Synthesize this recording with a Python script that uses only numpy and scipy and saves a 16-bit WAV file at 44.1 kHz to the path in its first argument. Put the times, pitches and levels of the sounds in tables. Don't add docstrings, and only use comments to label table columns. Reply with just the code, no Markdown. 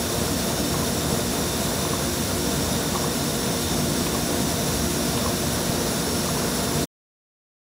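import sys
import numpy as np
from scipy.fft import rfft, irfft, next_fast_len
from scipy.io import wavfile
from scipy.ndimage import map_coordinates

SR = 44100
rng = np.random.default_rng(int(sys.argv[2]) if len(sys.argv) > 2 else 0)


def wrap_up_sound(samples):
    columns = np.atleast_2d(samples).T
    tamed = np.clip(columns, -1, 1)
    steps = np.round(tamed * 32767).astype(np.int16)
    wavfile.write(sys.argv[1], SR, steps)


N = 336483


def amp(db):
    return 10 ** (np.asarray(db) / 20)


def unit(x):
    return x / np.sqrt(np.mean(x ** 2) + 1e-20)


def clock():
    return np.arange(N) / SR


def curves(rows):
    times_s, *columns = np.transpose(rows)
    return [np.interp(clock(), times_s, column) for column in columns]


def shape(points, hz):
    points_hz, db = np.transpose(points)
    return amp(np.interp(np.log(hz + 1), np.log(points_hz), db))


def bell(hz, centre_hz, width_hz):
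    return 1 / (1 + (2 * (hz - centre_hz) / width_hz) ** 2)


def wobble(rate_hz):
    knots = rng.standard_normal(1024)
    coarse_s = clock()[::64]
    return np.interp(clock(), coarse_s, map_coordinates(knots, [coarse_s * rate_hz], mode="wrap"))


def wavering(level_db, depth_db, rate_hz):
    return amp(level_db + depth_db * wobble(rate_hz))


def filtered(x, response):
    size = next_fast_len(N + SR // 4, True)
    return irfft(rfft(x, size) * response(np.fft.rfftfreq(size, 1 / SR)), size)[:N]


def noise(response):
    return unit(filtered(rng.standard_normal(N), response))


def tone(hz, stray_hz, flutter_db, rate_hz):
    cycles = np.cumsum(hz + stray_hz * wobble(rate_hz)) / SR + rng.random()
    return unit(np.sin(2 * np.pi * cycles) * wavering(0, flutter_db, rate_hz))


# f/Hz, relative density/dB
RUMBLE_SPECTRUM = [(20, -34), (35, -28), (48, -17), (58, -8.5), (78, -1.5), (94, -2.5), (108, -9),
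                   (122, -10.5), (140, -18), (220, -64)]
# f/Hz, relative density/dB
ROAR_SPECTRUM = [(80, -51), (120, -8.5), (142, 2), (180, -2), (215, -1.5), (255, -6), (290, 1), (320, -10),
                 (355, -3), (385, -12), (440, -30.5), (800, -60)]
# t/s, rumble level/dB, roar level/dB
MACHINE_LEVELS = [(0, -32.5, -31.5), (.7, -37.5, -29), (1.15, -34, -29), (1.7, -36, -30), (2.3, -36, -29.5),
                  (3.4, -37, -29), (4.05, -36, -28.5), (4.7, -35, -29.5), (5.7, -35.5, -29),
                  (6.3, -37, -30.5), (6.8, -32.5, -29.5)]

def drive_and_blowers():
    rumble_db, roar_db = curves(MACHINE_LEVELS)
    rumble = wavering(rumble_db, depth_db=1.1, rate_hz=9) * noise(lambda hz: shape(RUMBLE_SPECTRUM, hz))
    roar = wavering(roar_db, depth_db=.6, rate_hz=7.4) * noise(lambda hz: shape(ROAR_SPECTRUM, hz))
    return rumble + roar


# f/Hz, relative density/dB
DUCT_SPECTRUM = [(250, -43.5), (400, -0.5), (480, 0.5), (550, -1), (700, 0), (770, -5.5), (900, -5),
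                 (1100, -4.5), (1250, -8.5), (1480, -7.5), (1900, -15), (3000, -49.5)]
# f/Hz, width/Hz, lift/dB
DUCT_RESONANCES = [(421.5, 14, 6), (482, 18, 6), (531, 16, 2), (589.6, 14, 5.5), (684, 43, 3.5)]
# t/s, level/dB
DUCT_LEVELS = [(0, -31), (1.3, -31.3), (2, -31), (3.1, -31.5), (4.3, -31.5), (5.2, -31), (5.7, -31.5),
               (6.3, -31), (6.8, -30.5)]

def ducts():
    def response(hz):
        lift_db = sum(db * bell(hz, mode_hz, width_hz) for mode_hz, width_hz, db in DUCT_RESONANCES)
        return shape(DUCT_SPECTRUM, hz) * amp(lift_db)
    return wavering(curves(DUCT_LEVELS)[0], depth_db=.94, rate_hz=12) * noise(response)


# f/Hz, level/dB
HUM_TONES = [(58.4, -45), (120, -47), (177.9, -41), (197.8, -48), (462.2, -46.5), (464.1, -46),
             (477.3, -49), (530.8, -53), (681.5, -52), (800.9, -56), (924.3, -54.5), (928.3, -57),
             (932.4, -50.5), (934, -56), (1392.5, -55), (1398.6, -53), (1473, -54), (1711, -57),
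             (1874.7, -55.5), (2098, -61), (2495, -63), (2889, -62), (2908, -60)]
# t/s, level/dB
DRONE_LEVELS = [(0, -36.5), (1.1, -35), (2.1, -37.5), (3.2, -35.3), (4.8, -34), (6.2, -34.3), (6.8, -32.5)]

def motors():
    speed_jitter, mains_hz = .0005, 60
    hum = sum(amp(db) * tone(hz, hz * speed_jitter, flutter_db=-.2, rate_hz=4) for hz, db in HUM_TONES)
    drone = tone(4 * mains_hz, stray_hz=.02, flutter_db=.3, rate_hz=4)
    return hum + amp(curves(DRONE_LEVELS)[0]) * drone


# f/Hz, level/dB
BLADE_TONES = [(353.6, -42.8), (355.7, -41.8)]

def blower_throb():
    first_peak_s = .124
    t = clock() - first_peak_s
    return sum(amp(db) * unit(np.cos(2 * np.pi * hz * t)) for hz, db in BLADE_TONES)


# f/Hz, width/Hz, relative level/dB
NOZZLE_MODES = [(4020, 90, -54.5), (4110, 70, -52.5), (4425, 55, -53), (4735, 60, -53.5), (4944, 35, -57),
                (5054, 30, -55.5), (5285, 50, -53.5), (5394, 22, -49.5), (5435, 50, -53), (5486, 45, -49.5),
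                (5620, 100, -49), (5706, 18, -52.5), (5820, 70, -50), (5910, 60, -50), (5970, 40, -53),
                (6019, 12, -50.5), (6457, 30, -58), (6565, 60, -53), (6643, 10, -52), (7175, 110, -50.5),
                (7285, 65, -52.5), (8003, 50, -51), (8215, 90, -54.5), (9539, 30, -58.5), (9762, 45, -55),
                (9854, 50, -57), (10120, 150, -53), (10340, 90, -49.5), (10443, 55, -52),
                (10510, 35, -56.5), (10780, 150, -55), (11010, 50, -56), (11119, 60, -56.5)]

def nozzle_song(jets):
    out = np.zeros(N)
    for jet in range(jets):
        modes = NOZZLE_MODES[jet::jets]
        def power(hz):
            return sum(amp(db) ** 2 / width_hz * bell(hz, mode_hz, width_hz) ** 2
                       for mode_hz, width_hz, db in modes)
        song = noise(lambda hz: np.sqrt(power(hz)))
        rms = np.linalg.norm([amp(db) for _, _, db in modes])
        out += rms * unit(song * wavering(0, depth_db=1.2, rate_hz=2.8))
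    return out


# f/Hz, relative density/dB
HISS_SPECTRUM = [(700, -29.5), (1400, -2.5), (2000, 1), (3200, 1), (4000, 2.5), (5200, 2), (6100, 2),
                 (6800, 1), (9200, 0), (10500, -0.5), (13000, -3), (14200, -5.5), (15200, 1.5),
                 (16000, -11)]
# t/s, level re hiss/dB
RASP_LEVELS = [(0, -10), (.7, -11.5), (1.3, -9), (2.4, -11), (3.3, -9.5), (4.1, -10.5), (5.3, -10.5),
               (6.8, -11)]

def air_jets():
    hiss_db, song_trim_db = -31.5, 2.5
    flutter = wavering(0, depth_db=.4, rate_hz=40)
    hiss = noise(lambda hz: shape(HISS_SPECTRUM, hz))
    rasp_gain = wavering(curves(RASP_LEVELS)[0], depth_db=1, rate_hz=10)
    rasp = rasp_gain * noise(lambda hz: bell(hz, 3632, width_hz=280))
    return flutter * (amp(hiss_db) * (hiss + rasp) + amp(song_trim_db) * nozzle_song(jets=7))


# peak t/s, 1/e half-length/s, f/Hz, level/dB
EDGE_TONES = [(.6, .5, 5394, -47), (.65, .4, 5486, -48), (.8, .4, 6643, -47.5), (1, .6, 10352, -51),
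              (1.1, .4, 7300, -51), (1.6, .6, 11005, -54), (2.5, .45, 7300, -46), (2.8, .5, 5490, -46),
              (3.4, .5, 6643, -52), (3.6, .7, 5394, -45), (3.9, .4, 8008, -49), (4.2, .8, 8877, -50),
              (4.2, .5, 6019, -49.5), (4.7, .45, 6643, -45.5), (4.7, .7, 5706, -50.5),
              (5.8, 1.3, 4124, -52), (5.9, .6, 6019, -51), (6, .9, 6643, -46.5), (6.2, 1, 10349, -47)]

def whistles():
    out = np.zeros(N)
    for peak_s, half_s, hz, db in EDGE_TONES:
        swell = np.exp(-((clock() - peak_s) / half_s) ** 2)
        out += amp(db) * swell * tone(hz, stray_hz=1.5, flutter_db=1, rate_hz=8)
    return out


# t/s, level/dB, f/Hz, T60/s
FRAME_THUMPS = [(.683, -22.5, 482, .08), (1.139, -20, 165, .06), (1.6, -21, 190, .06),
                (1.612, -27, 670, 0.2), (3.909, -23, 165, .06), (4.026, -18.5, 165, 0.065),
                (5.696, -15.5, 140, 0.057), (6.32, -20.5, 169.6, 0.054)]

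def thumps():
    out = np.zeros(N)
    t = np.arange(SR // 8) / SR
    for start_s, db, hz, t60_s in FRAME_THUMPS:
        ring = amp(db - 60 * t / t60_s) * np.sin(2 * np.pi * hz * t)
        out[round(start_s * SR):][:len(t)] += ring
    return out


# t/s, level/dB, f/Hz
LEVER_HITS = [(.7438, -21, 1092), (.8283, -23.5, 1038), (1.8516, -20.5, 1044), (1.9358, -20, 1071),
              (2.9507, -23, 1087), (2.9588, -18.5, 1087), (3.0439, -21.5, 1065), (4.0684, -24, 968),
              (4.1513, -20, 1108), (5.1775, -22, 1012), (5.2625, -18.5, 1076), (6.29, -22, 1065),
              (6.3734, -22.5, 1001)]

def lever_clacks():
    rise_s, t60_s, scrape_s = .002, .028, .025
    scrape_db, tick_db = -15.5, -21.5
    knocks, scrape_env, tick_env = np.zeros((3, N))
    for hit_s, db, hz in LEVER_HITS:
        t = clock() - hit_s
        near = np.abs(t) < .15
        t = t[near]
        rise = np.exp(-(t / rise_s) ** 2)
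        decay = amp(-60 * np.abs(t) / t60_s)
        knock_env = amp(db) * np.where(t < 0, rise, decay)
        knocks[near] += knock_env * np.sin(2 * np.pi * (hz * t + rng.random()))
        scrape_env[near] += amp(db + scrape_db) * np.exp(-np.abs(t) / scrape_s)
        tick_env[near] += amp(tick_db) * knock_env
    scrapes = scrape_env * noise(lambda hz: bell(hz, 930, width_hz=570))
    ticks = tick_env * noise(lambda hz: bell(hz, 2300, width_hz=1100))
    return knocks + scrapes + ticks


# t/s, level/dB
SHEET_FLICKS = [(4.068, -28), (5.177, -31)]

def sheet_flicks():
    half_s = .004
    bursts = sum(amp(db) * np.exp(-np.abs(clock() - peak_s) / half_s) for peak_s, db in SHEET_FLICKS)
    return bursts * noise(lambda hz: bell(hz, 2700, width_hz=1800))


def scene():
    steady = drive_and_blowers() + ducts() + motors() + blower_throb() + air_jets()
    press = steady + whistles() + thumps() + lever_clacks() + sheet_flicks()
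    return np.array([press, press])


def record(dry):
    stop_s, fade_s = 6.858, .024
    cutoff_hz, transition_hz = 15740, 60
    gate = np.clip((stop_s - clock()) / fade_s, 0, 1)
    lowpass = lambda hz: np.clip((cutoff_hz - hz) / transition_hz + .5, 0, 1)
    return np.array([filtered(channel * gate, lowpass) for channel in dry])


dry = scene()
out = record(dry)
wrap_up_sound(out)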